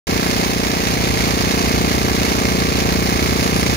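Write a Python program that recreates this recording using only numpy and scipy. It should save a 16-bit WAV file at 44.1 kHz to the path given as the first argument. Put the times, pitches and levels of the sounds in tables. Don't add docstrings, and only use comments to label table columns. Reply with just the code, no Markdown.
import sys
import numpy as np
from scipy import signal
from scipy.fft import rfft, irfft
from scipy.io import wavfile

SR = 44100
rng = np.random.default_rng(int(sys.argv[2]) if len(sys.argv) > 2 else 0)


def inscribe(sig):
    pcm = np.round(np.clip(np.atleast_2d(sig).T, -1, 1) * 32767)
    wavfile.write(sys.argv[1], SR, pcm.astype(np.int16))


def voltage_ratio(level):
    return 10 ** (np.asarray(level, float) / 20)


N = 165816


def rms_one(x):
    return x / np.sqrt(np.mean(x ** 2) + 1e-20)


def in_time(rows):
    t_s, *columns = np.transpose(rows)
    return [np.interp(np.arange(N) / SR, t_s, column) for column in columns]


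def at_hz(points):
    grid_hz = np.maximum(np.arange(N // 2 + 1) * SR / N, 1)
    f_hz, value = np.array(points).T
    return np.interp(np.log(grid_hz), np.log(f_hz), value)


def drift(rate_hz):
    r = np.exp(-80 * np.pi * rate_hz / SR)
    noise = rng.standard_normal(N // 40 + 2002)
    slow = signal.lfilter([1], [1, -2 * r, r * r], noise)[2000:]
    return np.interp(np.arange(N) / 40, np.arange(len(slow)), rms_one(slow))


def chance_db(spread_db, shape):
    return spread_db * np.clip(rng.standard_normal(shape), -1.8, 1.8)


def clicks_at(t_s, size):
    out = np.zeros(N)
    i = np.round(np.ravel(t_s) * SR).astype(int)
    keep = (i >= 0) & (i < N)
    np.add.at(out, i[keep], np.ravel(size)[keep])
    return out


def ring(drive, f_hz, t60_s):
    r = voltage_ratio(-60 / (t60_s * SR))
    w = 2 * np.pi * f_hz / SR
    return signal.lfilter([0, np.sin(w)], [1, -2 * r * np.cos(w), r * r], drive + 1e-18)


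def high_pass(x, order, f_hz):
    return signal.sosfilt(signal.butter(order, f_hz, "high", fs=SR, output="sos"), x)


# t/s, firings counted
CRANK_POSITION = [(-0.039, -3.0), (0.4498, 11.5), (0.7364, 20.0), (1.0234, 28.5), (1.3084, 37.0),
                  (1.5946, 45.5), (1.8815, 54.0), (2.1675, 62.5), (2.4536, 71.0), (2.7394, 79.5),
                  (3.0254, 88.0), (3.3114, 96.5), (3.9335, 115.0)]


def firings():
    t_s, count = np.transpose(CRANK_POSITION)
    return np.interp(np.arange(count[0], count[-1]), count, t_s)


# f/Hz, level/dB, t60/s
SILENCER_MODES = [(61, -38.7, .028), (140, -46.7, .021), (177, -69, .12), (300, -37.6, .015),
                  (370, -60, .077), (478, -57.6, .042)]
# f/Hz, level/dB, t60/s
TAILPIPE_MODES = [(123.8, -61.5, .12), (286.6, -60, 0.063), (370, -72, 0.076), (447, -65.5, 0.086)]


def exhaust(fire):
    puff_db, vary_db, puff_ms = 60.5, 0.3, 0.41
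    puff_lead_ms, pipe_lead_ms = 5.56, 1.19
    puff_low_hz, outlet_hz = 62, 45
    size = -voltage_ratio(vary_db * rng.standard_normal(len(fire)))
    clicks = clicks_at(fire - puff_lead_ms / 1000, size)
    early = clicks_at(fire - (puff_lead_ms + pipe_lead_ms) / 1000, -size)

    r = np.exp(-1000 / (puff_ms * SR))
    puff = signal.lfilter([(1 - r) ** 3], np.poly([r, r, r]), clicks)
    sound = high_pass(puff, 2, puff_low_hz)
    for k, (f_hz, db, t60_s) in enumerate(SILENCER_MODES):
        sound = sound + (-1) ** k * voltage_ratio(db) * ring(clicks, f_hz, t60_s)
    for f_hz, db, t60_s in TAILPIPE_MODES:
        sound = sound + voltage_ratio(db) * ring(early, f_hz, t60_s)
    return voltage_ratio(puff_db) * high_pass(sound, 4, outlet_hz)


# t/ms after puff rebound, knock level/dB, tick level/dB, hiss swell level/dB
CONTACT_EVENTS = [
    (-6.5, -8.5, -10, -7.5),
    (-1.5, 0, -0.5, 7.5),
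    (-1.5, -12.5, -13.5, -11),
    (3, -3.5, -3.5, -5.5),
    (5, -12, 1, 2.5),
    (7.5, -9, -3.5, -14),
    (12.5, -4, -10.5, 6),
    (14.5, -11.5, -6.5, 1),
    (16.5, -18, -9, -3.5),
    (21, -8, -7, -4),
]


def struck(fire, strength_db, modes, vary_db):
    t_ms, jitter_ms = np.array(CONTACT_EVENTS)[:, 0], 0.044
    shape = (len(fire), len(t_ms))
    t_s = fire[:, None] + (t_ms + jitter_ms * rng.standard_normal(shape)) / 1000
    shared_db = chance_db(vary_db, shape)
    sound = np.zeros(N)
    for k, (f_hz, db, t60_s) in enumerate(modes):
        size = voltage_ratio(strength_db + db + shared_db + chance_db(vary_db, shape))
        sound += (-1) ** k * ring(clicks_at(t_s, size), f_hz, t60_s)
    return sound


# f/Hz, level/dB, t60/s
BLOCK_MODES = [(535, -9, .05), (652, -6, .04), (776, -3, .05), (1030, -9, .025), (1190, -4, .05),
               (1310, -6, .03), (1670, -4, .025), (2150, -3, .025), (2520, -7, .015)]


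def knocks(fire):
    return struck(fire, -3 + np.array(CONTACT_EVENTS)[:, 1], BLOCK_MODES, vary_db=2)


# f/Hz, level/dB, t60/s
COVER_MODES = [(4230, -2, 0.013), (5130, -6, 0.013), (6700, -4, 0.014), (9400, -4, .012), (10170, 2, 0.014),
               (12000, 5, 0.015), (12700, 0, 0.014)]


def ticks(fire):
    return struck(fire, -13 + np.array(CONTACT_EVENTS)[:, 2], COVER_MODES, vary_db=2.2)


# f/Hz, share/0-1
PORT_SCATTER = [(30, 0.3), (100, 0.27), (300, 0.06), (700, .08), (1200, 0.47), (2500, 0.38), (5000, 0.81),
                (10000, 1)]


def two_ports(spectrum):
    same, left, right = rfft(rng.standard_normal((3, N)))
    apart = np.clip(at_hz(PORT_SCATTER), 0, 1)
    mixed = np.sqrt(1 - apart) * same + np.sqrt(apart) * np.array([left, right])
    return rms_one(irfft(voltage_ratio(at_hz(spectrum)) * mixed, N))


# f/Hz, level/dB per Hz
HISS_SPECTRUM = [(400, -5), (800, 0), (1400, -7.5), (2200, -2), (3300, -7), (4300, -6.5), (7000, -10),
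                 (15000, -14.5)]


def hiss(fire):
    hiss_db, patchy_db = -2, 0.81
    swell_db, swell_vary_db, decay_ms = -3.5, 2.5, 3.4
    t_ms, db = np.array(CONTACT_EVENTS)[:, [0, 3]].T
    size = voltage_ratio(swell_db + db + chance_db(swell_vary_db, (len(fire), len(t_ms))))
    clicks = clicks_at(fire[:, None] + t_ms / 1000, size)
    swell = signal.lfilter([1], [1, -np.exp(-1000 / (decay_ms * SR))], clicks)
    level = voltage_ratio(hiss_db + patchy_db * (drift(1.4) + drift(13.3)))
    return level * (1 + swell) / 2 * two_ports(HISS_SPECTRUM)


# t/s, level/dB
NEAR_LEVEL = [
    (0.1, -19.5),
    (0.86, -21.5),
    (1.7, -19),
    (3.64, -19.5),
    (3.65, -24),
    (3.66, -19),
    (3.68, -20),
    (3.7, -20),
]


def near_engine():
    fire = firings()
    level_db, = in_time(NEAR_LEVEL)
    return voltage_ratio(level_db) * (exhaust(fire) + knocks(fire) + ticks(fire) + hiss(fire))


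# t/s, cycle rate f/Hz, level/dB
FAR_RUN = [
    (0.1, 17.2, -34),
    (0.54, 17.2, -38),
    (1.29, 17.1, -30),
    (1.51, 17.1, -34),
    (2.05, 17.7, -26),
    (2.41, 18.1, -30),
    (3.7, 18.0, -28),
]
# multiple of cycle rate, level/dB
FAR_ORDER_LEVELS = [(2, -54), (3, -26.5), (4, 3.5), (5, -13.5), (6, -5), (7, -3.5), (8, -30), (9, -34),
                    (10, -7)]


def far_engine():
    waver_db, waver_rad = 1.0, 0.3
    rate_hz, run_db = in_time(FAR_RUN)
    phase = 2 * np.pi * np.cumsum(rate_hz) / SR
    sound = np.zeros(N)
    for k, order_db in FAR_ORDER_LEVELS:
        level = np.sqrt(2) * voltage_ratio(run_db + order_db + waver_db * drift(2.14))
        sound += level * np.sin(k * phase + waver_rad * drift(2.0))
    return sound


# f/Hz, level/dB per Hz
RUMBLE_SPECTRUM = [(20, -8), (35, -6), (48, 1), (70, -3.5), (120, 0), (250, -8), (500, -11), (900, -28)]


def rumble():
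    return voltage_ratio(-26) * two_ports(RUMBLE_SPECTRUM)


def trills(rows, f_hz, floor_db):
    width_hz, edge_s = 130, 0.003
    t = np.arange(N) / SR
    level = voltage_ratio(floor_db)
    for t_s, length_s, db in rows:
        inside_s = np.minimum(t - t_s, t_s + length_s - t)
        level = level + voltage_ratio(db) * np.clip(inside_s / edge_s + 0.5, 0, 1)
    t60_s = 1.3 / width_hz
    whistle = ring(ring(rng.standard_normal(N), f_hz, t60_s), f_hz, t60_s)
    return level * rms_one(whistle)


# start t/s, length t/s, level/dB
HIGH_TRILL_EVENTS = [(0.13, 0.048, -41), (0.221, 0.044, -43), (0.355, 0.036, -48), (0.441, 0.04, -42),
                     (0.507, 0.036, -43), (0.633, 0.056, -48), (0.69, 0.032, -44), (0.81, 0.031, -45),
                     (0.996, 0.026, -44), (1.101, 0.04, -46), (1.399, 0.031, -39), (1.814, 0.036, -49),
                     (1.988, 0.044, -48), (2.075, 0.042, -43), (2.127, 0.046, -45), (2.919, 0.072, -44),
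                     (2.998, 0.062, -39), (3.093, 0.052, -44), (3.229, 0.034, -39), (3.362, 0.034, -46)]
# start t/s, length t/s, level/dB
LOW_TRILL_EVENTS = [
    (.238, .065, -37),
    (3.555, 0.07, -32),
]


def insects():
    high = voltage_ratio(4.0) * trills(HIGH_TRILL_EVENTS, 14905, floor_db=-54)
    return high + trills(LOW_TRILL_EVENTS, 10950, floor_db=-80)


def scene():
    return near_engine() + far_engine() + rumble() + insects()


# f/Hz, level/dB
LEFT_RESPONSE = [(30, -14), (55, -4), (180, 0.5), (500, 0.5), (800, 1), (1020, -8), (1300, 4), (1700, -2.5)]
RIGHT_RESPONSE = [(30, -8), (55, -0.5), (180, -1), (500, -1.5), (800, 2.5), (1050, 4.5), (1400, 2),
                  (1700, 4)]
# f/Hz, level/dB
LEFT_TREBLE_RESPONSE = [(1700, 0), (3300, 2), (5000, 2), (7200, 0), (7600, -5), (8800, -1), (10500, 1.5),
                        (14500, 0.5)]
RIGHT_TREBLE_RESPONSE = [(1700, 0), (3300, -1), (5000, 2), (6900, 1), (7550, -11), (9300, -13),
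                         (11200, -16.5), (14500, -14.5)]
# f/Hz, phase/rad
LEFT_BASS_LEAD = [(30, 1), (60, 0.85), (130, 0.49), (260, 0.18), (500, -0.37), (900, -0.072)]


def microphone(x):
    right_lag_ms, edge_hz, edge_db_per_hz = 0.47, 15720, 0.2
    f_hz = np.arange(N // 2 + 1) * SR / N
    lag_rad = at_hz(LEFT_BASS_LEAD) + 2 * np.pi * f_hz * right_lag_ms / 1000
    left_db = at_hz(LEFT_RESPONSE) + at_hz(LEFT_TREBLE_RESPONSE)
    right_db = at_hz(RIGHT_RESPONSE) + at_hz(RIGHT_TREBLE_RESPONSE)
    edge_db = edge_db_per_hz * np.maximum(f_hz - edge_hz, 0)
    gain = voltage_ratio(np.array([left_db, right_db]) - edge_db)
    return irfft(rfft(x) * gain * np.exp(-1j * np.outer([0, 1], lag_rad)), N)


def low_pass(x):
    return signal.sosfilt(signal.butter(12, 16240, fs=SR, output="sos"), x)


def record(dry):
    peak_top, start_s, fade_s = 1.1, 0.0697, 0.00039
    wet = microphone(peak_top * np.tanh(dry / peak_top))
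    fade_in = np.clip((np.arange(N) / SR - start_s) / fade_s, 0, 1)
    return low_pass(wet * fade_in)


dry = scene()
out = record(dry)
inscribe(out)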